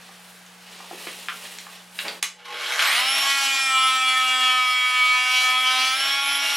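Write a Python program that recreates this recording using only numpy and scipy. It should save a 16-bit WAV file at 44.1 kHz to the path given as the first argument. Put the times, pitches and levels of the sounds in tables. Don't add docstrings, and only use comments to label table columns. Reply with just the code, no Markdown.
import sys
import numpy as np
from scipy import signal
from scipy.fft import rfft, irfft, next_fast_len
from scipy.io import wavfile
from scipy.ndimage import uniform_filter1d

SR = 44100
rng = np.random.default_rng(int(sys.argv[2]) if len(sys.argv) > 2 else 0)


def generate_wav(signal):
    frames = np.transpose(np.atleast_2d(signal))
    scaled = np.clip(frames, -1, 1) * 32767
    pcm = np.round(scaled).astype(np.int16)
    wavfile.write(sys.argv[1], SR, pcm)


N = 289296
TIME = np.arange(N) / SR


def from_db(db):
    return 10 ** (np.asarray(db) / 20)


def rms_one(x):
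    return x / np.sqrt(np.mean(x ** 2) + 1e-20)


def crossfade(a, b, mix):
    return a * (1 - mix) + b * mix


def automation(points):
    return np.interp(TIME, *np.transpose(points))


def plateau(start_s, length_s, edge_s):
    return np.clip(np.minimum(TIME - start_s, start_s + length_s - TIME) / edge_s + .5, 0, 1)


def at_hz(points, hz):
    f, value = np.transpose(points)
    return np.interp(np.log(np.maximum(hz, 1)), np.log(f), value)


def drift(rate):
    hop, settle = 40, 2000
    pole = np.exp(-2 * np.pi * rate * hop / SR)
    noise = rng.standard_normal(N // hop + settle + 2)
    slow = signal.lfilter([1], [1, -2 * pole, pole * pole], noise)[settle:]
    return np.interp(np.arange(N) / hop, np.arange(len(slow)), rms_one(slow))


def band(x, low_hz, high_hz, order=2):
    high_hz = min(max(high_hz, low_hz * 1.1), .48 * SR)
    sos = signal.butter(order, [low_hz, high_hz], "band", fs=SR, output="sos")
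    return signal.sosfilt(sos, x + 1e-18)


def colour(x, eq):
    size = next_fast_len(N)
    gain = from_db(at_hz(eq, np.fft.rfftfreq(size, 1 / SR)))
    return rms_one(irfft(rfft(x, size) * gain, size)[..., :N])


def resonance(x, hz, width_hz):
    r = np.exp(-np.pi * width_hz / SR)
    poles = [1, -2 * r * np.cos(2 * np.pi * hz / SR), r * r]
    return signal.lfilter(np.array([1, 0, -1]) * (1 - r * r) / 2, poles, x)


def stereo(mid, side, side_db):
    return mid + from_db(side_db) * side * np.array([[1], [-1]])


def partial(cycles, multiple, level_db, wander_db, side_db=-16):
    phase = 2 * np.pi * (multiple * cycles + rng.random()) + 0.47 * drift(4.0)
    gain = np.sqrt(2) * from_db(level_db + wander_db * drift(5.75))
    return stereo(gain * np.sin(phase), gain * np.cos(phase) * drift(0.91), side_db)


# (frequency [Hz], decay time T60 [s])
REVERB_DECAY = [(200, 0.35), (1000, 0.25), (3000, 0.28), (8000, 0.26), (15000, 0.13)]


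def room(x, wet_db):
    t = np.arange(SR // 2) / SR
    edges_hz = np.geomspace(100, 17000, 9)
    tail = 0
    for low, high in zip(edges_hz, edges_hz[1:]):
        t60 = at_hz(REVERB_DECAY, np.sqrt(low * high))
        tail += band(rng.standard_normal((2, len(t))), low, high) * from_db(-60 * t / t60)
    tail *= np.clip(t / 0.0014, 0, 1)
    mid, side = tail / np.sqrt(np.sum(tail ** 2, axis=1, keepdims=True))
    wet = signal.fftconvolve(x[None], stereo(mid, side, side_db=-14), axes=1)[:, :N]
    return x + from_db(wet_db) * wet


# (frequency [Hz], gain [dB])
AIR_EQ = [(15, -60), (25, -49), (123, -30), (149, -6), (180, -18.5), (285, -16), (734, -0.5), (840, -3.5),
          (988, -3), (1520, -0.5), (6380, -12.5), (11000, -19), (16000, -29)]
# (frequency [Hz], pre-fader level [dB])
HUM_TONES = [(120, -78.5), (179.8, -59), (240, -77), (300, -82), (480, -73.5), (840, -69.5)]
# (time [s], gain [dB])
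ROOM_TONE_FADER = [(0, 3), (2.195, 2.5), (2.205, 0), (2.9, -15.5), (6.56, -23.5)]


def room_tone():
    air = from_db(-53) * colour(stereo(*rng.standard_normal((2, N)), side_db=-8.5), AIR_EQ)
    working = plateau(start_s=2.83, length_s=2.9, edge_s=.2)
    rumble_gain = np.hypot(from_db(-78), working * from_db(-69))
    rumble = rms_one(band(stereo(*rng.standard_normal((2, N)), side_db=-23), 20, 200, order=1))
    hum = sum(np.sqrt(2) * from_db(db) * np.sin(2 * np.pi * (hz * TIME + rng.random()))
              for hz, db in HUM_TONES)
    return (air + hum) * from_db(automation(ROOM_TONE_FADER)) + rumble_gain * rumble


# (peak time [s], half length [s], relative rustle [dB], relative sleeve hiss [dB])
HAND_MOVES = [(.03, .12, -50.5, -58), (0.256, 0.11, -56, -52), (0.77, 0.11, -44, -52),
              (1.066, 0.15, -39, -40.5), (1.428, 0.16, -41, -41.5), (1.754, 0.048, -44, -49),
              (2.008, 0.042, -40, -35.5), (2.098, 0.051, -45, -42)]
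# (frequency [Hz], gain [dB])
CLOTH_EQ = [(120, -29), (200, -5), (254, -13), (473, -3), (548, -7), (821, -2.5), (1560, -8), (1740, -3),
            (3130, -1), (5940, -5.5), (9930, -7), (16000, -12)]
# (frequency [Hz], gain [dB])
SLEEVE_EQ = [(3000, -16), (6000, -6), (8000, 0.5), (10500, 3), (13000, -3), (16000, -7.5)]


def rustle(grain_db=2.0, scuff_s=2.052, settle_s=2.202):
    cloth_gain, sleeve_gain = from_db(-55), from_db(-53.5)
    for peak_s, half_s, rustle_db, hiss_db in HAND_MOVES:
        move = np.exp(-.5 * ((TIME - peak_s) / half_s) ** 2)
        cloth_gain = np.hypot(cloth_gain, move * from_db(rustle_db))
        sleeve_gain = np.hypot(sleeve_gain, move * from_db(hiss_db))
    clumps = rng.standard_normal((3, N)) * from_db(grain_db * drift(85))
    cloth = cloth_gain * rms_one(band(colour(clumps[0], CLOTH_EQ), 180, 6150))
    sleeves = from_db(-3.5) * sleeve_gain * colour(clumps[1], SLEEVE_EQ)
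    scuff_db = -29.5 - np.maximum(850 * (scuff_s - TIME), 142 * (TIME - scuff_s))
    skin = colour(clumps[2], eq=[(250, 2.5), (1000, -1.5), (2800, -4.5), (6000, -17)])
    palm = from_db(scuff_db) * rms_one(band(skin, 390, 5400))
    moving = np.clip((settle_s - TIME) / .004, 0, 1)
    return room(from_db(-3.5) * (cloth + sleeves + palm), wet_db=-1.5) * moving


# (time [s], relative level [dB], low cut [Hz], high cut [Hz], contact decay [s], shell send [dB])
HANDLING_HITS = [(0.09, -31.5, 500, 1500, 0.003, -26), (0.463, -35.5, 1500, 7000, 0.0043, -14),
                 (0.802, -26, 550, 1190, 0.0038, -22.5), (0.842, -31, 600, 1300, .005, -30),
                 (0.910, -22, 300, 1300, 0.0034, -30), (0.929, -24.5, 280, 700, .004, -30),
                 (1.069, -20, 281, 1270, 0.0034, -21), (1.072, -20, 2020, 3170, 0.0023, -19),
                 (1.090, -30, 2000, 3600, 0.0027, -24), (1.2854, -11, 1000, 3400, 0.0013, -13),
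                 (1.2866, -16, 1100, 1500, .004, -30), (1.452, -26, 1500, 3550, 0.0035, -23),
                 (1.586, -21.5, 1380, 6900, 0.0014, -14), (1.666, -26, 890, 1500, 0.0024, -7),
                 (1.989, -11, 1280, 4500, 0.0036, -7.5), (2.082, -13.5, 1800, 4700, 0.0011, -13),
                 (2.2256, -20, 1800, 9000, 0.0022, -30), (2.2274, -6, 1770, 11000, 0.0016, -14),
                 (2.2283, -12, 2020, 3640, 0.0021, -26), (2.229, -21.5, 520, 1300, 0.0021, -19),
                 (3.225, -16.5, 600, 1340, 0.013, -33), (3.255, -21, 557, 1320, 0.013, -25)]
# (frequency [Hz], relative level [dB], decay time T60 [s])
SHELL_MODES = [(1190, -21, 0.15), (1315, -14, 0.06), (1544, -6.5, 0.052), (2195, -2, 0.029),
               (2820, -5, 0.037), (3570, -14, .03), (4000, -9, 0.033), (4823, -31, .03)]


def knocks(ring_db=-8):
    out, t = np.zeros(N + SR), np.arange(SR // 5) / SR
    for time_s, level_db, low_hz, high_hz, contact_s, send_db in HANDLING_HITS:
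        crunch = band(rng.standard_normal(len(t)) * np.exp(-t / contact_s), low_hz, high_hz, order=3)
        crunch /= np.sqrt(np.sum(crunch ** 2) / (0.00026 * SR))
        shell = sum(from_db(db - 60 * t / t60) * np.sin(2 * np.pi * hz * t) * rng.choice([-1, 1])
                    for hz, db, t60 in SHELL_MODES)
        start = round(time_s * SR)
        out[start:start + len(t)] += from_db(level_db) * (crunch + from_db(send_db + ring_db) * shell)
    return room(band(out[:N], 190, 19000), wet_db=-1.5)


# (frequency [Hz], pre-fader level [dB])
FRAME_TONES = [(240, -73), (360, -66), (482, -55.5), (602, -59.5), (843, -51), (1082, -53)]
# (time [s], gain [dB])
GROAN_FADER = [(2.3, -29), (2.38, -10), (2.45, -3.5), (2.53, 4), (2.8, 5.5), (2.95, -15), (3.1, -57)]


def groan(brush_hz=3000, brush_width_hz=440):
    swell_db = automation(GROAN_FADER)
    drone = sum(partial(TIME + 0.005 * drift(27) / np.sqrt(hz), hz, db + swell_db, wander_db=5.0)
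                for hz, db in FRAME_TONES)
    brushes = resonance(rng.standard_normal(N), brush_hz, brush_width_hz)
    brushes = rms_one(resonance(brushes, brush_hz, brush_width_hz))
    return drone + from_db(swell_db - 49) * brushes


CONTACT_S, ENTRY_S = 3.226, 0.048
FREE_HZ, FULL_BUZZ_HZ = 282.2, 245
# (time [s], stroke rate [Hz])
STROKE_RATE = [(2.8, 157.3), (2.9, 213.6), (2.95, 232.0), (3.03, 257.1), (3.11, 270.0), (3.2, 276.0),
               (3.35, 276.9), (3.61, 268.9), (3.75, 262.2), (4.77, 252.3), (5.11, 251.7), (5.75, 256.2),
               (5.93, 260.6), (6.0, 270.1), (6.11, 276.7), (6.56, 281.8)]


def motor(start_s=2.38, inertia_s=0.11, full_sag_hz=31.4, full_surge_hz_per_s=454):
    speed = automation([(start_s, 0)] + list(STROKE_RATE))
    pickup = uniform_filter1d(np.gradient(speed) * SR, size=5200)
    entered = np.clip((TIME - CONTACT_S) / ENTRY_S, 0, 1)
    bite = entered * np.clip((FREE_HZ - speed - inertia_s * pickup) / full_sag_hz, 0, 1)
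    shudder = 0.37 * np.exp(-((speed - 179) / 57) ** 2)
    surge = np.maximum(pickup / full_surge_hz_per_s, 0) + shudder
    return speed, surge, bite


def decades_below(speed, full_hz):
    return np.log10(np.clip(speed / full_hz, .01, 1))


# (frequency [Hz], bandwidth [Hz], gain [dB])
HOUSING_MODES = [(1300, 150, -28), (3270, 160, -12), (4050, 210, -2)]
# (frequency [Hz], gain [dB])
SPIN_UP_EQ = [(100, -49), (250, -34), (400, -23), (600, -12.5), (900, -7.5), (1400, 1.5), (2200, 0.5),
              (3000, 0.5), (4200, -6), (6000, -10.5), (8500, -22), (11500, -21), (14000, -36.0),
              (16000, -40.0)]
# (frequency [Hz], gain [dB])
RUNNING_EQ = [(100, -46), (250, -27.5), (400, -24), (600, -11), (900, -6.5), (1400, -5), (2200, -2),
              (3000, 2), (4200, -6.0), (6000, -15), (8500, -17), (11500, -15.5), (14000, -28.5),
              (16000, -31)]


def rattle(strokes, speed, surge, bite, sharpness=0.89, uneven_db=3.5):
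    decades = decades_below(speed, FREE_HZ)
    body_db = -38 + 18 * decades + 9 * surge - 7 * bite + .5 * drift(12)
    hiss_db = -44 + 23 * decades + 6.5 * surge - 3.5 * bite + .5 * drift(12)
    for start_s, length_s, _, body_boost_db, hiss_boost_db in SKID_CUES:
        skidding = plateau(start_s, length_s, SKID_EDGE_S)
        body_db += body_boost_db * skidding
        hiss_db += hiss_boost_db * skidding
    pulses = np.exp(sharpness * np.cos(2 * np.pi * strokes) + .5 * np.cos(4 * np.pi * strokes))
    gate = pulses * from_db(uneven_db * drift(120)) * (speed > 0)
    bursts = gate * rng.standard_normal(N)
    bursts += sum(from_db(db) * resonance(bursts, hz, width) for hz, width, db in HOUSING_MODES)
    at_speed = np.clip((speed - 200) / 55, 0, 1)
    clatter = crossfade(colour(bursts, SPIN_UP_EQ), colour(bursts, RUNNING_EQ), at_speed)
    body = from_db(body_db) * rms_one(band(clatter, 110, 6200, order=3))
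    scrape = colour(gate * rng.standard_normal(N), RUNNING_EQ)
    hiss = from_db(hiss_db) * rms_one(band(scrape, 4960, 15400, order=3))
    return room(body + hiss, wet_db=4.5)


# (order [x stroke rate], free gain [dB], cutting gain [dB])
BUZZ_SPECTRUM = [(0.99, -56.5, -59), (1.99, -67, -54.5), (3.05, -41, -37.5), (3.98, -42, -37),
                 (5.92, -39.5, -41.5), (7, -42.5, -34.5), (8, -34, -41), (10.3, -41, -35.5),
                 (11, -33.5, -31.5), (12.07, -33.5, -36), (14, -46, -43), (14.6, -43, -42.5),
                 (16, -56, -46), (17, -53, -41.5), (18, -49, -50.5), (18.3, -55, -40.5), (21.2, -50, -44.5),
                 (22.4, -55, -47.5), (24.6, -80, -52.5), (27, -57, -52), (29.4, -75.5, -47), (34, -64, -55),
                 (40.8, -59, -63), (50, -74, -82)]
# (pitch [x stroke rate], free gain [dB], cutting gain [dB])
BEARING_TONES = [(5.43, -61, -62), (6.43, -47, -60), (7.43, -46, -55), (8.57, -42.5, -44), (9.43, -48, -59),
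                 (11.43, -46, -47), (12.57, -47.5, -41.5)]
# (time [s], gain [dB])
BUZZ_FADER = [(3.05, 0.5), (3.85, -1), (4.25, -2), (4.42, 1.5), (4.8, -3.5), (5.4, 2.5), (5.62, -1),
              (5.8, 1.5), (5.96, -3), (6.25, 1), (6.56, -0.5)]


def buzz(strokes, speed, bite, clamp_hz=255.3, scratch_hz=7700):
    clamped = bite * np.clip((clamp_hz - speed) / 2.9, 0, 1)
    bass_db = 2 - 10.5 * clamped + 45 * decades_below(speed, FULL_BUZZ_HZ)
    fader_db = automation(BUZZ_FADER)
    cut_s = TIME - CONTACT_S
    scratch_db = np.clip(cut_s / ENTRY_S, 0, 1) * np.maximum(18 - 13 * cut_s, -3.5)
    orders, free_db, cut_db = np.transpose(BUZZ_SPECTRUM)
    out = np.zeros((2, N))
    for k in range(1, 51):
        if k in RING_ORDERS + WHINE_ORDERS:
            continue
        order_db = crossfade(np.interp(k, orders, free_db), np.interp(k, orders, cut_db), bite)
        order_db += 8.4 * bite * (1 - bite) * drift(16)
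        order_db += scratch_db * np.exp(-((k * speed - scratch_hz) / 1400) ** 2)
        if k <= 3:
            order_db += bass_db
        out += partial(strokes, k, fader_db + order_db, wander_db=1.5 if k <= 3 else 3.5)
    for k, free, cut in BEARING_TONES:
        out += partial(strokes, k, fader_db + crossfade(free, cut, bite) + 2.5, wander_db=3.0)
    return out


WHINE_ORDERS = (20, 40, 60)
# (free gain [dB], cutting gain [dB], change at full surge [dB])
WHINE_MIX = [(-33, -49, -4.5), (-39, -48.5, 3), (-65, -63, 22)]


def whine(rotor, surge, bite):
    out = 0
    for k, (free_db, cut_db, surge_db) in zip(WHINE_ORDERS, WHINE_MIX):
        level_db = crossfade(free_db, cut_db, bite) + surge_db * surge + 2.4 * drift(22)
        out += partial(rotor, k, level_db, wander_db=3.5, side_db=-12.5)
    return out


RING_ORDERS = (5, 9, 13)
# (free gain [dB], cutting gain [dB], change in a skid [dB])
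RING_MIX = [(-34.5, -27.5, -3), (-35, -26.5, 1), (-40, -32.5, -2)]
# (frequency [Hz], bandwidth [Hz], boost at full bite [dB])
WALL_MODES = [(1309, 31.4, 9.5), (2259, 39, 8), (2438, 39, 10), (3349, 108, 8)]


def ringing_wood(strokes, speed, bite):
    out = 0
    skidding = sum(plateau(start_s, length_s, SKID_EDGE_S) for start_s, length_s, *_ in SKID_CUES)
    for k, (free_db, cut_db, skid_db) in zip(RING_ORDERS, RING_MIX):
        boost_db = sum(db / (1 + (2 * (k * speed - hz) / width) ** 2) for hz, width, db in WALL_MODES)
        level_db = crossfade(free_db, cut_db, bite) + np.sqrt(bite) * boost_db + skid_db * skidding
        out += partial(strokes, k, level_db, wander_db=2.6, side_db=-14)
    return out


SKID_EDGE_S = 0.086
# (start [s], length [s], relative blade ring [dB], rattle boost [dB], hiss boost [dB])
SKID_CUES = [(3.15, 0.15, -58, 4.5, 3.5), (3.263, 0.33, -41, 1, 3.5), (5.28, .2, -39.5, 2.5, 5),
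             (5.66, 0.26, -36.5, 3, 0), (6.456, 0.055, -58, 3, 5)]
# (frequency [Hz], bandwidth [Hz])
BLADE_MODES = [(4400, 1100), (4950, 240), (5750, 100)]


def skid(strokes, speed, uneven_db=2.5, grit=.12):
    slips = np.diff(np.floor(strokes), prepend=0) * from_db(uneven_db * drift(90)) * (speed > 0)
    force = slips * np.sqrt(SR / np.maximum(speed, 100)) + grit * rng.standard_normal(N)
    ring = sum(resonance(force, hz, width) for hz, width in BLADE_MODES)
    pressure = sum(from_db(ring_db) * plateau(start_s, length_s, SKID_EDGE_S)
                   for start_s, length_s, ring_db, _, _ in SKID_CUES)
    return room(from_db(-6) * pressure * rms_one(ring), wet_db=9)


def scene():
    speed, surge, bite = motor()
    rotor = np.cumsum(speed * (1 + 0.00042 * drift(12.7) + 0.0017 * drift(157))) / SR
    slack = .0012 + .0015 * (1 - bite) + .008 * np.clip((240 - speed) / 40, 0, 1)
    strokes = rotor + slack * drift(78)
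    radiated = from_db(64 * decades_below(speed, FULL_BUZZ_HZ))
    tones = buzz(strokes, speed, bite) + whine(rotor, surge, bite) + ringing_wood(strokes, speed, bite)
    tool = radiated * tones + groan() + rattle(strokes, speed, surge, bite) + skid(strokes, speed)
    balance = from_db([[-.2], [.2]])
    return (tool + knocks() + rustle() + room_tone()) * balance


def record(dry):
    return signal.sosfilt(signal.ellip(12, .1, 80, 15850, fs=SR, output="sos"), dry)


dry = scene()
out = record(dry)
generate_wav(out)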